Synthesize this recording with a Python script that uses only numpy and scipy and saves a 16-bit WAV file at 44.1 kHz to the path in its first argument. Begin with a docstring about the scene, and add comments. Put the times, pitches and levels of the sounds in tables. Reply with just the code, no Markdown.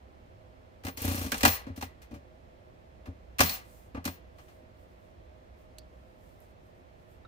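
"""Industrial sewing machine, close pair

In a workroom humming with far machinery, a machine left of the microphone pair sews a few stitches.
Then its solenoids, trimmer and foot lifter snap. Dense random contacts, coloured by the cast head, make
knocks and running noise; decaying sines make the steel ring; jolts drive resonances of the table top.
Resonated noise bursts make small pitched ticks; filtered noise makes cloth swishes and room air.
"""
import sys
import numpy as np
from scipy import signal
from scipy.io import wavfile

SR = 44100
rng = np.random.default_rng(int(sys.argv[2]) if len(sys.argv) > 2 else 0)


def output_pcm(signal):
    """Save a mono or channel-first signal as 16-bit PCM at the path in sys.argv[1].

    Samples are clipped to [-1, 1] before scaling.
    """
    pcm = np.clip(np.atleast_2d(signal).T, -1, 1) * 32767
    wavfile.write(sys.argv[1], SR, np.round(pcm).astype(np.int16))


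N = 321000
T = np.arange(N) / SR   # time [s]

# Room air, a spectrum before scaling: (frequency [Hz], level [dB])
ROOM_TONE = [(15, -43.5), (25, -13), (65, -3), (97, -4.5), (118, -12.5), (368, -15), (457, -22),
             (496, -13.5), (634, -12), (766, -18), (1430, -26.5), (1830, -26.5), (11300, -53), (14800, -47),
             (16500, -59.5)]
# Likeness of the two microphones in diffuse sound: (frequency [Hz], correlation [-1 to 1])
ROOM_LIKENESS = [(60, 0.54), (130, 0.97), (290, 0.22), (640, -0.56), (1410, -0.59), (3100, 0.16),
                 (6820, -0.0), (15000, -0.14)]
# Left over right in diffuse sound: (frequency [Hz], difference [dB])
ROOM_BALANCE = [(60, -3), (130, -1), (290, -2.5), (640, -4.5), (1410, -0.5), (3100, -2.5), (6820, -3),
                (15000, 3.5)]
# Far machine hums, pitches: (frequency [Hz])
HUM_HZ = [362, 511, 625]
# The same hums, before their left and right gains: (width [Hz], level [dB])
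HUMS = [(24.98, -69.5), (12.1, -68.5), (7, -68.5)]
# Low rumble that swells and sinks, before its gains: (time [s], level [dB])
RUMBLE = [(0.0, -56), (0.4, -81), (0.65, -76), (1.09, -54), (1.44, -49), (1.88, -61), (2.31, -58.5),
          (2.7, -72), (3.24, -52.5), (3.5, -54), (4.01, -59), (4.24, -56.5), (4.5, -65.5), (4.97, -65.5),
          (5.25, -58), (5.76, -55), (6.14, -67), (7.28, -68)]
# Cloth and hands sliding: (centre [s], half length [s], level [dB])
CLOTH = [(3.737, 0.085, -63.5), (4.431, 0.045, -70), (4.521, 0.064, -73), (4.811, .04, -76),
         (4.918, 0.033, -78.5), (5.04, 0.054, -78.5), (5.61, 0.033, -76.5), (5.98, .07, -82),
         (6.104, 0.04, -81), (6.284, 0.078, -72), (6.43, 0.03, -69.5), (6.5, .02, -76),
         (6.67, 0.037, -78.5), (6.78, .03, -81), (7.02, .03, -79), (7.12, 0.032, -73)]
# Colour of the cloth before scaling: (frequency [Hz], level [dB])
CLOTH_TONE = [(2500, -8.5), (4200, -6.5), (6000, -6), (8500, -2.5), (11000, -6.5), (13500, -1), (16000, -3)]
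# Short pings of single parts, peak before the right microphone's mix:
# (time [s], level [dB], pitch [Hz], t60 of the exciting noise [s])
TICKS = [(.85, -44, 2750, .06), (.883, -41, 790, .06), (1.669, -45, 565, .09), (3.948, -41, 565, .1),
         (1.32, -23, 1660, 0.062), (1.320, -28.5, 2400, 0.061), (1.321, -40, 5500, .03),
         (1.452, -28, 769, 0.073), (1.453, -29, 2730, .06), (1.669, -52, 2150, .08),
         (1.824, -37, 780, 0.074), (1.52, -42, 1960, .4), (1.83, -52, 1960, .4), (3.391, -20, 2470, 0.036),
         (3.404, -24.5, 780, 0.055), (3.406, -27, 6000, .03), (3.43, -33.5, 176, 0.29),
         (3.47, -32, 4220, .25), (3.494, -27.5, 4400, 0.065), (6.404, -56, 12000, .02),
         (7.249, -49.5, 1358, .05), (7.25, -58.5, 3790, .04)]
# One small bright click at the table, as for the pings: (pitch [Hz], level [dB], t60 [s])
CLICK = [(2870, -52, .018), (4270, -44.5, .032), (4640, -54, 0.16), (6300, -47, .025), (7860, -47, 0.024),
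         (11000, -48, .022), (14500, -51, .03)]
# Modes of table and housing, pitches: (frequency [Hz])
TABLE_HZ = [87, 172, 235, 264, 452, 565, 770]
# The same modes, relative: (level [dB], t60 [s])
TABLE_MODES = [(2, .16), (-11.5, .2), (3, 0.071), (3, .12), (-7, 0.078), (-4, 0.098), (-8, 0.083)]
# Single blows passed into the table top, drive: (time [s], level [dB], extra on the lowest mode [dB])
JOLTS = [(0.848, -32.5, 6.5), (0.878, -33.5, -30), (0.975, -41.5, 4), (1.014, -37.5, 6), (1.263, -31.5, -7),
         (1.325, -28, -8), (1.342, -34, -15), (1.435, -18, 0), (1.456, -20, -3), (1.473, -23.5, 5),
         (1.668, -32.5, 0), (1.698, -36, 10), (1.776, -34, -1), (1.826, -35, 3.5), (2.111, -40, -2),
         (2.128, -33.5, 1), (2.156, -39, 3), (3.071, -43.5, -3), (3.083, -36.5, 4.5), (3.398, -21.5, 3.5),
         (3.428, -33, 11.5), (3.5, -42.5, -4), (3.946, -32, -2.5), (3.975, -31.5, 2), (4.057, -26.5, -3.5),
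         (4.081, -31.5, -6), (4.629, -51, 2.5)]
# Modes of the steel, pitches: (frequency [Hz])
STEEL_HZ = [1020, 1950, 4199, 4274, 4850, 5710, 7900, 9198, 10310, 11790, 12475, 13170, 13440, 14870, 15410]
# The same modes, relative and while free: (level [dB], t60 [s])
STEEL_MODES = [(-29, 1), (-27.5, 1.13), (-26, 1), (-28, 1.25), (-30, 0.7), (-25.5, 0.5), (-28, 0.3),
               (-15, .5), (-21.5, 1), (-22, 0.8), (-23.5, 1.53), (-20, .5), (-8, .5), (-23.5, 0.35),
               (0, 1.4)]
# Blows that leave the steel ringing and buzzing until a part comes to rest on it, drive:
# (time [s], ring [dB], buzz [dB], free time [s])
RINGS = [(.84, -48, -85, 0.099), (1.45, -23, -44, 0.1), (1.82, -53, -62, 0.028), (3.405, -30, -47, 0.15),
         (4.06, -48, -68, 0.085)]
# Short-lived resonances of the cast head: (frequency [Hz])
HEAD_HZ = [775, 1174, 1650, 2000, 2450, 2750, 4230, 5750, 9200]
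# Direct share of the machine at the right microphone: (frequency [Hz], share [0 to 1])
NEAR_LIKENESS = [(60, .95), (400, .85), (1500, 0.8), (4000, 0), (15000, .2)]
# Zones in which knocks die away separately: (centre [Hz])
ZONE_HZ = [1000, 3300, 7800, 13300]
# Room echo after a knock, one per zone: (t60 [s])
ECHO_T60_S = [.55, .5, 0.2, 0.1]
# Single blows of metal on metal, drive: (time [s], level in the 3.3 kHz zone [dB], tilt [dB per octave])
KNOCKS = [(0.835, -51, -5.5), (0.849, -42, -3), (0.866, -39.5, -4.5), (0.882, -41.5, -4.5),
          (0.972, -42.5, .5), (1.262, -43.5, -3), (1.318, -29, -2.5), (1.342, -35, -5), (1.379, -44, 2),
          (1.407, -36, -2), (1.431, -22, -4.5), (1.45, -17, -4), (1.477, -28, -2.5), (1.665, -58, -7),
          (1.76, -53, -1), (1.774, -52.5, -2), (1.81, -42, -4), (1.823, -39, -5.5), (2.017, -56, -3.5),
          (2.109, -58.5, -6.5), (2.139, -56, -5), (3.056, -55, -7.5), (3.384, -36, -3), (3.391, -28, -3.5),
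          (3.404, -16.5, -3.5), (3.432, -33, -1.5), (3.459, -43.5, 2.5), (3.493, -40, 0.5),
          (3.946, -51, -10), (3.965, -54, -11.5), (4.042, -48, -3), (4.052, -33.5, -1.5),
          (4.075, -38, -4.5), (4.382, -58, -6), (4.48, -62, -6)]
# Colour of the knocks: (frequency [Hz], gain [dB])
KNOCK_TONE = [(400, 5.5), (770, 7), (1500, 9), (3300, 8), (6000, 9), (9200, 7.5), (11000, 4), (16000, 13.5)]
# Motor, hook and feed running, drive: (time [s], level [dB])
WHIRR = [(.965, -58), (.98, -45.5), (1.04, -37), (1.09, -36.5), (1.2, -39), (1.25, -41), (1.31, -48.5),
         (1.36, -42.5), (1.43, -46), (1.46, -69)]
# Colour of the running noise, before a common gain: (frequency [Hz], gain [dB])
WHIRR_TONE = [(240, -32), (400, -0.5), (769, -7), (1500, -8), (2840, -9), (11000, -13.5), (13900, -12),
              (15700, -12.5), (16500, -33)]
# Contacts within each stitch: (delay [s], drive over the running level [dB], tilt [dB per octave])
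CONTACTS = [(0.0, -15, 9), (.027, -3, -3)]

ROOM_DB, RUMBLE_HZ, CLICK_S = -55, 63.3, 5.784
NEAR_LEFT_DB, RIGHT_LAG_S = 1.5, .0003
SHAKE_T60_S, ECHO_DB = .09, -21.5
# knock drive below SOFT_DB rattles longer and starts more gently
RATTLE_T60_S, CONTACT_T60_S = .075, .03
SOFT_DB, SOFT_S_PER_DB, SOFT_RISE_S_PER_DB = -48, .009, .0002
STITCHES, FIRST_STITCH_S, STITCH_S, STITCH_JITTER_S = 7, 1.018, .0336, .001
CONTACT_SPREAD_DB = 3.0
# the needle's jolt: level over the running drive, extra on the lowest mode, loss per stitch
JOLT_DELAY_S, STITCH_JOLT_DB, STITCH_DEPTH_DB, JOLT_LOSS_DB = .027, 12, 3, .9
STOP_HZ = 16400


def from_db(db):
    """Gain of a dB value."""
    return 10 ** (np.asarray(db) / 20)


def rms_one(x):
    """Scaled to rms 1."""
    return x / np.sqrt(np.mean(x ** 2) + 1e-20)


def in_time(rows, outside=None):
    """A (time, level) curve at every sample."""
    s, level = np.transpose(rows)
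    return np.interp(T, s, level, outside, outside)


def at_hz(points, hz):
    """A spectrum read on a log-frequency axis."""
    point_hz, value = np.transpose(points)
    return np.interp(np.log(hz), np.log(point_hz), value)


def drift(rate_hz):
    """Slow random wandering of rms 1: noise through two equal poles at a fortieth of the sample rate."""
    r = np.exp(-80 * np.pi * rate_hz / SR)
    noise = rng.standard_normal(N // 40 + 2002)
    slow = signal.lfilter([1], [1, -2 * r, r * r], noise)[2000:]   # settled part
    return np.interp(np.arange(N) / 40, np.arange(len(slow)), rms_one(slow))


def ring(x, hz, t60):
    """A resonance: a unit click sets a dying sine of height 1 ringing."""
    r, w = from_db(-60 / (t60 * SR)), 2 * np.pi * hz / SR
    return signal.lfilter([0, np.sin(w)], [1, -2 * r * np.cos(w), r * r], x + 1e-18)


def bands(low_hz, high_hz):
    """Third-octave band-passes as (centre Hz, filter)."""
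    count = round(3 * np.log2(high_hz / low_hz))
    edges = np.geomspace(low_hz, high_hz, count + 1)
    return [(np.sqrt(a * b), signal.butter(2, [a, b], "band", fs=SR, output="sos"))
            for a, b in zip(edges, edges[1:])]


def dying(times, level_db, t60, rise_s):
    """Envelope of blows that rise quickly and die away; powers add."""
    power = np.zeros(N)
    for s, db, decay, rise in zip(times, level_db, np.clip(t60, .01, 1), rise_s + 0 * times):
        i = round(s * SR)
        t = T[:min(N - i, int(1.2 * decay * SR))]
        power[i:i + len(t)] += (from_db(db - 60 * t / decay) * (1 - np.exp(-t / rise))) ** 2
    return np.sqrt(power)


def held(at, free_s, damped_t60):
    """Swells after a blow, stays while the part is free, then is damped."""
    t = np.maximum(T - at, 0)
    return (1 - np.exp(-t / 0.0089)) * from_db(-60 * np.maximum(t - free_s, 0) / damped_t60)


def rattle(per_s, spread_db):
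    """Two unrelated streams of dense uneven contacts; rms 1."""
    sizes = from_db(spread_db * np.minimum(rng.exponential(1, (2, N)), 4))
    signs = rng.choice([-1, 1], (2, N))
    return rms_one(sizes * signs * (rng.random((2, N)) < per_s / SR))


def near(direct, scattered, share):
    """A source at the left reaches the right microphone later and mixed with scattered sound."""
    late = np.interp(T - RIGHT_LAG_S, T, direct)
    share = np.clip(share, 0, 1)
    right = share * late + np.sqrt(1 - share ** 2) * scattered
    return np.array([direct, right]) * from_db([[NEAR_LEFT_DB / 2], [-NEAR_LEFT_DB / 2]])


def spread_noise(spectrum, low_hz, patchy_db):
    """Diffuse stereo noise, each band with its own level, flicker, likeness and balance; rms 1."""
    out, white = 0, rng.standard_normal((2, 2, N))
    for k, (hz, sos) in enumerate(bands(low_hz, 17000)):
        mid, side = signal.sosfilt(sos, white[k % 2])   # neighbouring bands get unrelated noise
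        alike = np.clip(at_hz(ROOM_LIKENESS, hz), -1, 1)
        left_db = at_hz(ROOM_BALANCE, hz)
        balance_db = np.array([[left_db / 2], [-left_db / 2]])
        gain = from_db(at_hz(spectrum, hz) + patchy_db * drift(6) + balance_db)
        out = out + gain * (np.sqrt(1 + alike) * mid + np.sqrt(1 - alike) * side * [[1], [-1]])
    return rms_one(out)


def workroom():
    """Broad room noise, narrow far hums from resonated noise, and a low rumble that swells and sinks."""
    hums = 0
    for hz, (width_hz, db) in zip(HUM_HZ, HUMS):
        t60 = np.log(1000) / (np.pi * width_hz)
        hums = hums + from_db(db) * rms_one(ring(rng.standard_normal(N), hz, t60))
    # narrow noise: two slow drifts on sine and cosine
    turn = 2 * np.pi * RUMBLE_HZ * T
    wander = drift(9.0) * np.sin(turn) + drift(5.8) * np.cos(turn)
    rumble = from_db(in_time(RUMBLE)) * wander
    air = from_db(ROOM_DB) * spread_noise(ROOM_TONE, 22, patchy_db=0.18)
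    return air + hums * [[.4], [1.3]] + rumble * [[.87], [1.15]]


def cloth():
    """Soft bright swishes of fabric under the hands: noise under bell-shaped swells whose powers add."""
    power = sum(from_db(2 * db) * np.exp(-((T - s) / half_s) ** 2) for s, half_s, db in CLOTH)
    return np.sqrt(power) * spread_noise(CLOTH_TONE, 3000, patchy_db=1.0)


def ticks():
    """A dying chatter through one resonance each, so the pitch is heard but rough."""
    out, length = np.zeros((2, N)), SR // 3
    pings = [*TICKS, *[(CLICK_S, db, hz, t60) for hz, db, t60 in CLICK]]
    for s, db, hz, t60 in pings:
        i = round(s * SR)
        chatter = rng.standard_normal((2, length)) * from_db(-60 * T[:length] / t60)
        voiced = ring(chatter, hz, min(35.0 / hz, .06))
        out[:, i:i + length] += (from_db(db) * voiced / np.abs(voiced).max())[:, :N - i]
    return np.array([out[0], 0.98 * out[0] + 1.2 * out[1]])


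def table_top(jolts):
    """Jolts shake the low modes of table and housing; the deepest mode has a strength of its own."""
    s, level_db, depth_db = np.transpose(jolts)
    shake = 0.2 * rng.standard_normal((2, N))
    shake[0, (s * SR).astype(int)[:, None] + np.arange(40, 80)] += .7   # the firm first push
    out = 0
    for hz, (db, decay) in zip(TABLE_HZ, TABLE_MODES):
        mode_db = level_db + depth_db * (hz < 100)
        drive = dying(s, mode_db, 0 * s + SHAKE_T60_S, 0.0021) * shake
        # keep each mode's sound free of rumble below its pitch
        low_cut = signal.butter(2, 0.76 * hz, "high", fs=SR, output="sos")
        out = out + from_db(db - 25.5) * signal.sosfilt(low_cut, ring(drive, hz, decay))
    return near(*out, 0.99)


def steel():
    """Every blow strikes each steel mode with a strength of its own; the treble modes are damped soonest."""
    out = np.zeros((2, N))
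    for at, ring_db, buzz_db, free_s in RINGS:
        i = round(at * SR)
        t = T[:min(N - i, SR // 2)]
        for hz, (db, t60) in zip(STEEL_HZ, STEEL_MODES):
            # level sways as close pairs of modes beat, the weaker ones more deeply
            beat_db = 2.5 + 2.5 * (db < -5)
            beat = np.sin(2 * np.pi * (rng.uniform(14, 36) * t + rng.random()))
            sway = rng.normal(0, 2.0) + beat_db * beat
            damped = held(0, free_s, 0.087 + 0.39 * (1 - hz / 16000))[:len(t)]
            right_turn = np.array([[0], [rng.normal(0, .12)]])   # right microphone's phase, in turns
            phase = 2 * np.pi * (hz * t + rng.random() + right_turn)
            level = from_db(ring_db + db + sway - 60 * t / t60)
            out[:, i:i + len(t)] += level * damped * np.sin(phase)
    return out * from_db([[1.5], [-1.5]])


def cast_head(x):
    """The cast head adds its short-lived resonances to every rattle."""
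    peaks = 0
    for hz in HEAD_HZ:
        r = np.exp(-np.pi * (40 + 0.012 * hz) / SR)   # width grows with pitch
        poles = [1, -2 * r * np.cos(2 * np.pi * hz / SR), r * r]
        peaks = peaks + signal.lfilter([(1 - r * r) / 2, 0, (r * r - 1) / 2], poles, x)
    return from_db(-2.0) * (x + 0.95 * peaks)


def knock_levels(knocks, hard_t60):
    """Envelope per zone: a first crack, the rattle, a longer echo from the room, and the buzz."""
    s, level_db, tilt_db = np.transpose(knocks)
    soft_db = np.maximum(SOFT_DB - level_db, 0)
    t60, rise = hard_t60 + SOFT_S_PER_DB * soft_db, SOFT_RISE_S_PER_DB * soft_db
    buzz = sum(from_db(buzz_db) * held(at, free_s, 0.17) for at, ring_db, buzz_db, free_s in RINGS)
    levels = []
    for hz, echo_s in zip(ZONE_HZ, ECHO_T60_S):
        db = level_db + tilt_db * np.log2(hz / ZONE_HZ[1])
        crack = dying(s, db + 2.0, 0 * t60 + 0.013, 0.0007 + rise)
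        body = dying(s, db, t60, 0.002 + rise)
        echo = dying(s, db + ECHO_DB, 0 * t60 + echo_s, .006)
        levels.append(crack + body + echo + buzz + 1e-9)
    return levels


def machine(knocks, hard_t60):
    """Knocks and running noise: contact rattle in bands, coloured by the head, with the ringing steel."""
    hits = knock_levels(knocks, hard_t60)
    whirr = from_db(in_time(WHIRR, -120))
    # neighbouring bands get unrelated contacts
    contacts = [rattle(9000, spread_db=1.5) for pair in range(2)]
    running = [rattle(1800, spread_db=3.0) for pair in range(2)]
    out = 0
    for k, (hz, sos) in enumerate(bands(400, 17000)):
        place = np.interp(np.log(hz), np.log(ZONE_HZ), np.arange(len(hits)))
        zone = min(int(place), len(hits) - 2)
        level = hits[zone] * (hits[zone + 1] / hits[zone]) ** (place - zone)   # dB glide between zones
        drive = from_db(at_hz(KNOCK_TONE, hz)) * level * contacts[k % 2]
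        drive += from_db(at_hz(WHIRR_TONE, hz) + 12.5) * whirr * running[k % 2]
        out = out + near(*signal.sosfilt(sos, drive), at_hz(NEAR_LIKENESS, hz))
    return cast_head(out) + steel()


def stitches():
    """Knock and jolt rows of all stitches: nearly even steps, strength following the running level."""
    count, chance = np.arange(STITCHES), rng.standard_normal((STITCHES, 2 + len(CONTACTS)))
    s = FIRST_STITCH_S + STITCH_S * count + STITCH_JITTER_S * chance[:, 0]
    running_db = np.interp(s + JOLT_DELAY_S, *np.transpose(WHIRR))
    knocks = []
    for k, (delay, db, tilt_db) in enumerate(CONTACTS):
        knock_db = running_db + db + CONTACT_SPREAD_DB * chance[:, 2 + k]
        knocks.append(np.transpose([s + delay, knock_db, 0 * s + tilt_db]))
    jolt_db = running_db + STITCH_JOLT_DB - JOLT_LOSS_DB * count + chance[:, 1]
    return np.vstack(knocks), np.transpose([s + JOLT_DELAY_S, jolt_db, 0 * s + STITCH_DEPTH_DB])


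def scene():
    """All sources at the two microphones."""
    knocks, jolts = stitches()
    t60 = np.repeat([RATTLE_T60_S, CONTACT_T60_S], [len(KNOCKS), len(knocks)])
    background = workroom() + cloth()
    table = ticks() + table_top(np.vstack([JOLTS, jolts]))
    return background + table + machine(np.vstack([KNOCKS, knocks]), t60)


def record(dry):
    """The top is cut steeply, 70 dB down from the stop frequency upward."""
    return signal.sosfilt(signal.cheby2(14, 70, STOP_HZ, fs=SR, output="sos"), dry)


dry = scene()
out = record(dry)
output_pcm(out)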